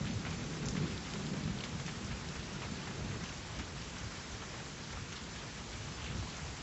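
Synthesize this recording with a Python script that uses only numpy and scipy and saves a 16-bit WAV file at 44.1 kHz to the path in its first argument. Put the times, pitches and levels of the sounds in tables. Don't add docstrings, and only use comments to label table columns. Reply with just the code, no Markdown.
import sys
import numpy as np
from scipy import signal
from scipy.fft import rfft, irfft
from scipy.io import wavfile
from scipy.ndimage import uniform_filter1d

SR = 44100
rng = np.random.default_rng(int(sys.argv[2]) if len(sys.argv) > 2 else 0)


def put_to_file(sound):
    columns = np.atleast_2d(sound).T
    safe = np.clip(columns, -1, 1)
    whole_steps = np.round(safe * 32767)
    wavfile.write(sys.argv[1], SR, whole_steps.astype(np.int16))


def attenuation_scalar(level_db):
    decades = np.asarray(level_db, float) / 20
    return 10 ** decades


N = 291942

# time in seconds, strength in dB.
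ROLL_STRENGTH = [(0.0, -50), (0.33, -51.5), (0.87, -44.5), (0.93, -49), (1.07, -53.5), (1.31, -47.5),
                 (1.68, -54), (2.53, -53.5), (2.96, -52), (3.06, -49), (3.15, -50), (3.24, -55),
                 (3.57, -59), (3.59, -47), (3.65, -56), (5.97, -56.5), (6.16, -51.5), (6.25, -57),
                 (6.62, -57.5)]
MIDDLE_DB = -53
# lowest pitch in Hz, highest pitch in Hz, cycles per wave, arrivals per second.
ROLL_PARTS = [
    (55, 118, 2.55, 180),
    (128.9, 179.8, 8.7, 250),
    (182, 244.4, 8.1, 350),
    (251.7, 483.5, 2.6, 800),
    (35.3, 58, 1.5, 67),
]
# level in dB at middle strength, share of the strength it follows.
ROLL_BEDS = [
    (-53.5, 0.28),
    (-51, .9),
    (-54, 1),
    (-52.5, 0.92),
    (-60, .1),
]
# time in seconds, peak in dB, length in seconds.
BOOMS = [(0.047, -39, 0.023), (0.167, -37, 0.023), (.33, -44, 0.09), (0.684, -38, 0.037),
         (.93, -44.5, 0.055), (1.09, -54, .03), (1.234, -52, .02), (1.48, -46, 0.049), (1.783, -49, 0.055),
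         (2.1, -43, 0.092), (2.39, -44, 0.025), (2.67, -45, 0.046), (3.088, -39, 0.06), (3.3, -53, 0.11),
         (3.62, -44, 0.09), (3.797, -46, 0.035), (4.05, -45, 0.036), (4.363, -46, 0.033),
         (4.57, -57, 0.069), (4.995, -46, 0.058), (5.25, -57, 0.086), (5.5, -57, 0.087),
         (5.79, -47.5, 0.079), (5.962, -49, 0.078), (6.095, -42, 0.069), (6.196, -40, 0.037),
         (6.45, -46, 0.053)]
BOOM_HZ, BOOM_OCTAVES = 71, 0.33
# time in seconds, peak in dB, pitch in Hz, length in seconds.
SWELLS = [(.005, -33, 169, .03), (0.09, -37.5, 203, 0.029), (0.215, -43, 174, 0.086),
          (0.33, -47, 150, 0.052), (0.477, -46.5, 174, 0.1), (0.64, -39, 155, 0.028),
          (.76, -43.5, 201, .06), (0.838, -29.5, 168, 0.031), (1.123, -44.5, 150, 0.025),
          (1.233, -46, 150, 0.023), (1.328, -40, 183, 0.16), (1.478, -40, 173.5, 0.098),
          (1.735, -42.5, 176, 0.036), (1.85, -45.5, 148, 0.081), (2.07, -47, 198, .1),
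          (2.295, -49.5, 152, .04), (2.41, -52, 150, 0.019), (2.524, -50, 151, 0.045),
          (2.72, -50, 195, 0.033), (2.927, -54, 180, 0.052), (3.045, -38, 162, 0.035),
          (3.18, -54, 187, 0.066), (3.61, -50, 183, 0.044), (3.797, -49.5, 169, 0.035),
          (4.04, -53, 170, .03), (4.27, -59, 193, 0.042), (5.894, -44.5, 151, 0.023),
          (6.158, -45.5, 175, .06), (6.288, -44.5, 178, 0.022), (6.442, -47.5, 150, .03)]
SWELL_OCTAVES = 0.22
# start in seconds, peak in dB, pitch in Hz.
CLAPS = [(0.008, -29.5, 157), (0.015, -35.5, 217), (0.041, -32, 105), (0.042, -33.3, 145),
         (0.082, -35, 200), (0.099, -28, 217), (0.118, -31, 171), (0.151, -28.5, 105), (0.362, -33, 154),
         (0.414, -31.5, 145), (0.598, -33.7, 144), (0.643, -31.6, 170), (0.806, -28, 134),
         (0.807, -33.5, 185), (0.854, -31.5, 300), (0.871, -37, 157), (0.876, -33.0, 277),
         (1.222, -33.0, 158), (1.278, -32.3, 185), (1.281, -34, 255), (1.312, -35, 217),
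         (1.332, -32.3, 157), (1.332, -33, 217), (1.364, -31.6, 185), (1.374, -34, 134),
         (1.405, -32.0, 217), (1.435, -33, 233), (1.453, -32, 105), (1.453, -30, 145), (1.456, -36, 200),
         (1.496, -41, 235), (1.496, -27.5, 170), (1.547, -33, 185), (1.748, -32.5, 168),
         (2.112, -32.5, 134), (2.717, -33, 217), (2.897, -34, 200), (2.992, -35.8, 157),
         (3.019, -32.5, 145), (3.039, -39, 200), (3.045, -36, 277), (3.052, -34, 145), (3.059, -36.5, 255),
         (3.066, -40, 105), (3.098, -33.5, 134), (3.137, -36.6, 104), (3.231, -33, 200),
         (4.033, -37.5, 135), (6.099, -35, 123), (6.146, -38, 134), (6.16, -37, 185), (6.193, -31.5, 105),
         (6.195, -41, 145)]
# start in seconds, peak in dB,
# pitch in Hz.
MORE_CLAPS = [(.154, -38, 71), (.283, -35, 80), (.642, -36, 71), (.651, -32.5, 100), (.695, -33.5, 100),
              (0.695, -38, 71), (.888, -36, 100), (.932, -34.5, 100), (1.233, -40, 100), (1.5, -37, 71),
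              (1.727, -37, 100), (2.039, -35, 84), (2.086, -35, 75), (2.352, -37.5, 67), (2.384, -38, 95),
              (2.607, -42, 95), (2.644, -36, 100), (2.717, -40, 89), (3.015, -40, 64), (3.074, -38, 71),
              (3.097, -37, 100), (3.587, -38, 84), (3.631, -42, 80), (4.028, -37, 100), (4.317, -39, 60),
              (4.953, -37, 75), (6.037, -36, 71), (6.085, -37.5, 75), (6.18, -33, 67), (6.444, -38, 100),
              (.235, -35, 150), (.826, -33, 140), (.852, -30.5, 149), (3.594, -36.5, 200), (3.608, -39, 330),
              (3.2, -43, 330), (1.87, -38, 120), (1.97, -39, 120), (2.265, -39, 75), (2.56, -35, 160),
              (3.22, -40, 80), (3.52, -40, 115), (3.7, -41, 75), (4.15, -42, 165), (4.58, -40, 120),
              (4.65, -42, 150), (5.215, -42, 75), (5.785, -39, 110), (5.845, -39, 80), (5.89, -39, 110),
              (6.25, -42, 100)]
# start in seconds, peak in dB, pitch in Hz.
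FRONTS = [
    (.7745, -24.5, 165),
    (.8392, -22, 170),
]
CLAP_DAMPING, FRONT_DAMPING = 0.2, 0.29
CLAP_DB, COVER_DB = -2.5, -10.5

# start in seconds, tick in dB, ring in Hz, splash in dB.
TILE_DROPS = [(.0547, -27.5, 3400, -56), (.0712, -31, 2380, -46), (.1101, -28, 3300, -51),
              (.3275, -30, 2900, -46), (.4299, -34, 3580, -56), (.566, -40, 2500, -53),
              (.9028, -36, 2310, -49), (.9774, -26.5, 3970, -52), (1.1004, -35, 4610, -51),
              (1.136, -26, 2370, -48), (1.266, -29.5, 3640, -55), (1.4374, -32, 4060, -55),
              (1.8632, -28, 2880, -45.5), (1.8801, -31, 1900, -48), (1.892, -28, 2200, -52),
              (2.286, -32, 3360, -51), (2.3534, -37, 2400, -54), (2.6024, -34, 4250, -50),
              (3.2375, -30, 2020, -48), (4.91, -42, 4000, -49), (5.1225, -29, 2770, -57),
              (5.1268, -28, 2500, -49), (5.157, -35, 3900, -47), (5.168, -36, 3000, -50),
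              (5.3857, -36, 2910, -52), (5.8316, -34, 2540, -51), (6.479, -36, 2740, -49)]
# start in seconds, tick in dB, ring in Hz, splash in dB.
LEAF_SNAPS = [(.3064, -40, 5660, -48), (.6564, -29, 6080, -44), (.6624, -30, 6380, -51),
              (.706, -37, 5600, -43), (1.1375, -30, 5100, -54), (1.639, -37, 6500, -46),
              (1.7968, -35, 4860, -50), (1.8632, -32, 5570, -53), (2.0457, -33, 5590, -55),
              (2.0632, -38, 6310, -48), (2.2857, -42, 5170, -45), (3.2375, -33, 5990, -49),
              (3.5882, -33, 5130, -46), (3.984, -35, 5680, -46), (4.9254, -37, 6180, -50),
              (5.1225, -39, 6000, -56), (5.127, -34, 6200, -55), (6.0417, -38, 6870, -52),
              (6.1754, -36, 4910, -53), (6.2976, -38, 5320, -45), (6.3664, -36, 6000, -47)]
# start in seconds, tick in dB, ring in Hz, splash in dB.
PUDDLE_RINGS = [(1.5866, -33, 3660, -55), (1.6052, -33, 2900, -49), (1.607, -34, 4130, -52),
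                (3.258, -32, 2930, -54), (3.29, -39, 2640, -45), (6.001, -42, 3500, -58),
                (6.006, -40, 2900, -50), (6.055, -40, 3100, -50), (6.0195, -35, 2950, -49),
                (6.0425, -32.5, 2900, -48), (6.043, -40, 4600, -56), (6.0625, -31, 2580, -46),
                (6.066, -40, 3800, -52), (6.0745, -40, 3360, -52), (5.131, -36, 2790, -51),
                (5.164, -37, 4000, -53), (6.083, -34, 2400, -48)]
# start in seconds, tick in dB, ring in Hz, splash in dB.
SILL_CRACKS = [(.2507, -29, 2200, -54), (.252, -30, 1700, -54), (.259, -29, 2100, -48),
               (.266, -33, 1890, -47), (.6850, -26, 7000, -41), (.6852, -24.5, 5300, -46.5),
               (.6855, -30.5, 3220, -54), (1.1365, -31, 6880, -59), (1.6374, -23.5, 2640, -47),
               (1.6388, -29.5, 3000, -50), (1.639, -31, 4400, -52), (1.6380, -28, 3500, -44),
               (1.65, -30, 2800, -45), (1.8, -36, 2370, -52), (3.3, -40, 1300, -52),
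               (3.824, -34, 2260, -58), (4.438, -40, 1450, -54), (4.418, -37, 2600, -50),
               (4.66, -38, 3600, -50), (4.25, -39, 2000, -49)]
# start in seconds, tick in dB, ring in Hz, splash in dB.
EAVES_DRIPS = [(.065, -32, 2330, -48), (.091, -39, 1640, -49), (.2505, -33, 1460, -51),
               (.263, -30, 1300, -41), (.308, -35, 1300, -44.5), (.408, -41, 999, -50.5),
               (.566, -40, 1360, -49), (.628, -39, 800, -48), (.649, -35, 1810, -52), (.75, -42, 703, -44),
               (.767, -29, 2090, -44), (1.155, -30, 1300, -46), (1.333, -45, 950, -45.5),
               (1.476, -30, 1350, -49), (1.796, -37, 1390, -45), (1.88, -30, 1810, -44.5),
               (2.112, -36, 1900, -44), (2.353, -43, 1430, -43.5), (2.618, -33, 977, -41.5),
               (2.633, -36, 2030, -47), (2.648, -37, 1320, -49), (2.871, -35, 1120, -44),
               (3.207, -48, 1040, -46), (3.593, -37, 1790, -43), (3.967, -29.5, 1420, -51),
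               (4.417, -43, 848, -44), (4.542, -34, 1160, -48), (4.927, -41, 1400, -43.5),
               (4.972, -28, 1130, -48), (5.871, -42, 1370, -49), (.385, -40, 750, -50),
               (.53, -36, 1400, -47), (.622, -37, 2700, -52), (1.195, -42, 750, -48),
               (1.362, -38, 750, -49), (1.66, -36, 1500, -51), (2.622, -35, 2600, -54),
               (2.653, -36, 2200, -55), (2.755, -38, 1800, -50), (2.908, -39, 1400, -50),
               (3.38, -35, 750, -58), (4.596, -38, 1100, -48), (5.727, -41, 2800, -47.5),
               (6.226, -34, 750, -50)]

# time in seconds, level in dB, brightness in dB of treble over the middle.
SHOWER = [
    (0.0, -48, 0.7),
    (0.66, -47.5, 0.6),
    (3.359, -48, 0.4),
    (4.35, -48.5, 1.05),
    (4.851, -49, 1),
    (6.62, -47.5, 0.83),
]
# pitch in Hz, level in dB per Hz.
WASH_COLOUR = [(24, -29), (40, -3), (70, 3.5), (155, 6.5), (314, -11.5), (419, -16), (523, -11.5),
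               (1620, -14), (4400, -19.5), (6000, -20), (7320, -22), (8000, -22.5), (10400, -62),
               (17600, -120)]

# time in seconds, length in seconds.
TREBLE_DIPS = [
    (.03, .02),
    (.11, .02),
    (.41, .08),
    (.665, .03),
    (.855, .02),
    (1.5, .025),
]
# time in seconds, lowest pitch in Hz, highest pitch in Hz, level in dB.
SIDE_HISS = [(.125, 5160, 6300, -61), (.385, 5100, 6960, -61), (.5, 6200, 7600, -64),
             (.68, 3240, 7800, -62.5), (2.17, 4150, 5200, -63), (2.73, 5600, 7000, -63),
             (2.94, 4170, 5170, -68), (3.17, 4150, 5750, -62), (4.075, 4150, 5200, -64),
             (4.24, 5150, 6220, -62), (5.33, 5650, 6800, -63), (5.955, 5140, 6300, -63)]


def evened(x):
    return x / np.sqrt(np.mean(x ** 2) + 1e-20)


def read(points, hz):
    f, value = np.transpose(points)
    return np.interp(np.log(hz + 1), np.log(f + 1), value)


def add(mix, s, sound):
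    part = mix[max(round(s * SR), 0):][:len(sound)]
    part += sound[:len(part)]


def band(x, lo_hz, hi_hz, order=2):
    sos = signal.butter(order, [lo_hz, min(hi_hz, SR / 2.2)], "band", fs=SR, output="sos")
    return signal.sosfilt(sos, x)


def damped_wave(t, hz, decay_per_s, peak_db):
    u = decay_per_s * t
    return attenuation_scalar(peak_db) * np.e * u * np.exp(-u) * np.sin(2 * np.pi * hz * t)


def grains(lo_hz, hi_hz, cycles, per_s, spread_db, count=16):
    arrives = rng.random(N) < per_s / SR
    size = attenuation_scalar(spread_db * np.minimum(rng.exponential(1, N), 3.2)) * arrives
    size *= rng.choice([-1., 1.], N)
    kind, out = rng.integers(0, count, N), np.zeros(N)
    for k, hz in enumerate(np.geomspace(lo_hz, hi_hz, count)):
        u = np.arange(0, 4 * cycles, hz / SR) / cycles
        wavelet = u * np.exp(-3 * u) * np.sin(2 * np.pi * cycles * u) * np.sqrt(hz)
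        out += signal.oaconvolve(size * (kind == k), wavelet)[:N]
    return evened(out)


def roll_loudness(t, hz, bed_db, share):
    strength_db = np.interp(t, *np.transpose(ROLL_STRENGTH))
    power = attenuation_scalar(bed_db + share * (strength_db - MIDDLE_DB)) ** 2
    rises = [(*row, SWELL_OCTAVES) for row in SWELLS]
    rises += [(s, db, BOOM_HZ, length, BOOM_OCTAVES) for s, db, length in BOOMS]
    for s, peak_db, centre_hz, length, reach in rises:
        off_pitch = np.log2(hz / centre_hz) / reach
        power = power + attenuation_scalar(peak_db) ** 2 * np.exp(-((t - s) / length) ** 2 - off_pitch ** 2)
    return np.sqrt(power)


def thunder():
    t, out = np.arange(N) / SR, np.zeros(N)
    slow = t[::64]
    for part, bed in zip(ROLL_PARTS, ROLL_BEDS):
        waves = grains(*part, spread_db=2.0)
        swell = uniform_filter1d(uniform_filter1d(waves ** 2, 2600), 2600)
        steadied = evened(waves / (abs(swell) + 0.045) ** 0.37)
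        middle_hz = np.sqrt(part[0] * part[1])
        cover = np.zeros(len(slow))
        for s, _, hz in CLAPS + MORE_CLAPS + FRONTS:
            off_pitch = np.log2(hz / middle_hz) / .45
            cover += np.exp(-((slow - s) * hz - 1.2) ** 2 / 2.4 - off_pitch ** 2)
        level = roll_loudness(slow, middle_hz, *bed) * attenuation_scalar(COVER_DB * np.minimum(cover, 1))
        out += np.interp(t, slow, level) * steadied
    single = [(*row, CLAP_DAMPING) for row in CLAPS + MORE_CLAPS]
    single += [(*row, FRONT_DAMPING) for row in FRONTS]
    for s, peak_db, hz, damping in single:
        add(out, s, damped_wave(t[:6000], hz, damping * 2 * np.pi * hz, peak_db + CLAP_DB))
    return out


def hits(rows, width_hz, t60, echo_s, echo_share, spread):
    t, out = np.arange(6000) / SR, np.zeros(N)
    sprays = rng.standard_normal((len(rows), len(t)))
    spray_fade = attenuation_scalar(-60 * t / t60) * np.minimum(t / .0015, 1)
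    for (s, tick_db, hz, splash_db), spray in zip(rows, sprays):
        tick = damped_wave(t, hz, 2 * np.pi * width_hz, tick_db - 4.0)
        low_hz = max(hz - spread * width_hz, hz * 0.33)
        high_hz = hz + spread * width_hz
        splash = attenuation_scalar(splash_db) * evened(band(spray, low_hz, high_hz)) * spray_fade
        add(out, s + .0006, tick + splash)
        add(out, s + echo_s, echo_share * tick)
    return out


def near_drops():
    tile = hits(TILE_DROPS, width_hz=1070, t60=0.11, echo_s=0.013, echo_share=0.19, spread=1.9)
    leaf = hits(LEAF_SNAPS, width_hz=670, t60=.05, echo_s=0.01, echo_share=.35, spread=2.8)
    puddle = hits(PUDDLE_RINGS, width_hz=390, t60=0.054, echo_s=0.0052, echo_share=.35, spread=1.3)
    sill = hits(SILL_CRACKS, width_hz=810, t60=0.061, echo_s=0.002, echo_share=0.18, spread=2.3)
    gutter = hits(EAVES_DRIPS, width_hz=740, t60=0.12, echo_s=.0035, echo_share=0.25, spread=1.4)
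    return tile + leaf + puddle + sill + gutter


def rain():
    s, level_db, bright_db = np.transpose(SHOWER)
    frames, hz = N // 128 + 5, np.fft.rfftfreq(512, 1 / SR)[:, None]
    a, b, patches = rng.standard_normal((frames, 257, 3)).T
    patches = evened(uniform_filter1d(uniform_filter1d(patches, 14, axis=0), 16, axis=1))
    flicker = evened(uniform_filter1d(rng.standard_normal(frames), 5))
    t = np.arange(frames) * 128 / SR
    tilt_db = np.log2(hz / 2500 + 0.17) * np.interp(t, s, bright_db)
    rumble_cut_db = -12. / (1 + (hz / 350) ** 4)
    field_db = read(WASH_COLOUR, hz) + rumble_cut_db + tilt_db + 1.13 * patches + 0.44 * flicker
    wash = signal.istft((a + 1j * b) * attenuation_scalar(field_db), nperseg=512, noverlap=384)[1][:N]
    patter = grains(933, 7530, 2.0, 900, spread_db=3.0, count=24)
    mixed = evened(wash) + attenuation_scalar(-11.0) * patter
    mixed /= np.std(band(mixed, 530, 7500, order=4))
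    return mixed * attenuation_scalar(np.interp(np.arange(N) / SR, s, level_db) - 0.29)


def scene():
    heard = thunder() + near_drops() + rain()
    return np.array([heard, heard])


def side_hiss():
    side, fade = np.zeros(N), np.sin(np.pi * np.arange(2048) / 2048)
    noises = rfft(rng.standard_normal((len(SIDE_HISS), 2048)))
    hz = np.fft.rfftfreq(2048, 1 / SR)
    for (s, lo_hz, hi_hz, level_db), noise in zip(SIDE_HISS, noises):
        puff = evened(irfft(noise * (hz > lo_hz) * (hz < hi_hz)))
        add(side, s - 1024 / SR, attenuation_scalar(level_db) * puff * fade)
    return np.array([side, -side])


def treble_edge(x):
    hz, t, z = signal.stft(x, SR, nperseg=2048, noverlap=1536)
    hz = hz[:, None]
    wander = evened(uniform_filter1d(rng.standard_normal(len(t)), 8))
    lost = sum(abs(t - s) < length / 2 + .01 for s, length in TREBLE_DIPS)
    edge_hz = np.minimum(8030 + 55 * wander, 8110) - 350 * lost
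    slope_db = -17. * np.clip((hz - 7350) / 800, 0, 2) ** 2
    return signal.istft(z * attenuation_scalar(slope_db) * (hz < edge_hz), SR, nperseg=2048, noverlap=1536)[1][:, :N]


def top_cut(x):
    return signal.sosfilt(signal.butter(12, 8200, fs=SR, output="sos"), x)


def record(dry):
    capsule = signal.sosfilt(signal.butter(3, 37, "high", fs=SR, output="sos"), dry)
    heard = treble_edge(capsule + side_hiss())
    return top_cut(heard)


dry = scene()
out = record(dry)
put_to_file(out)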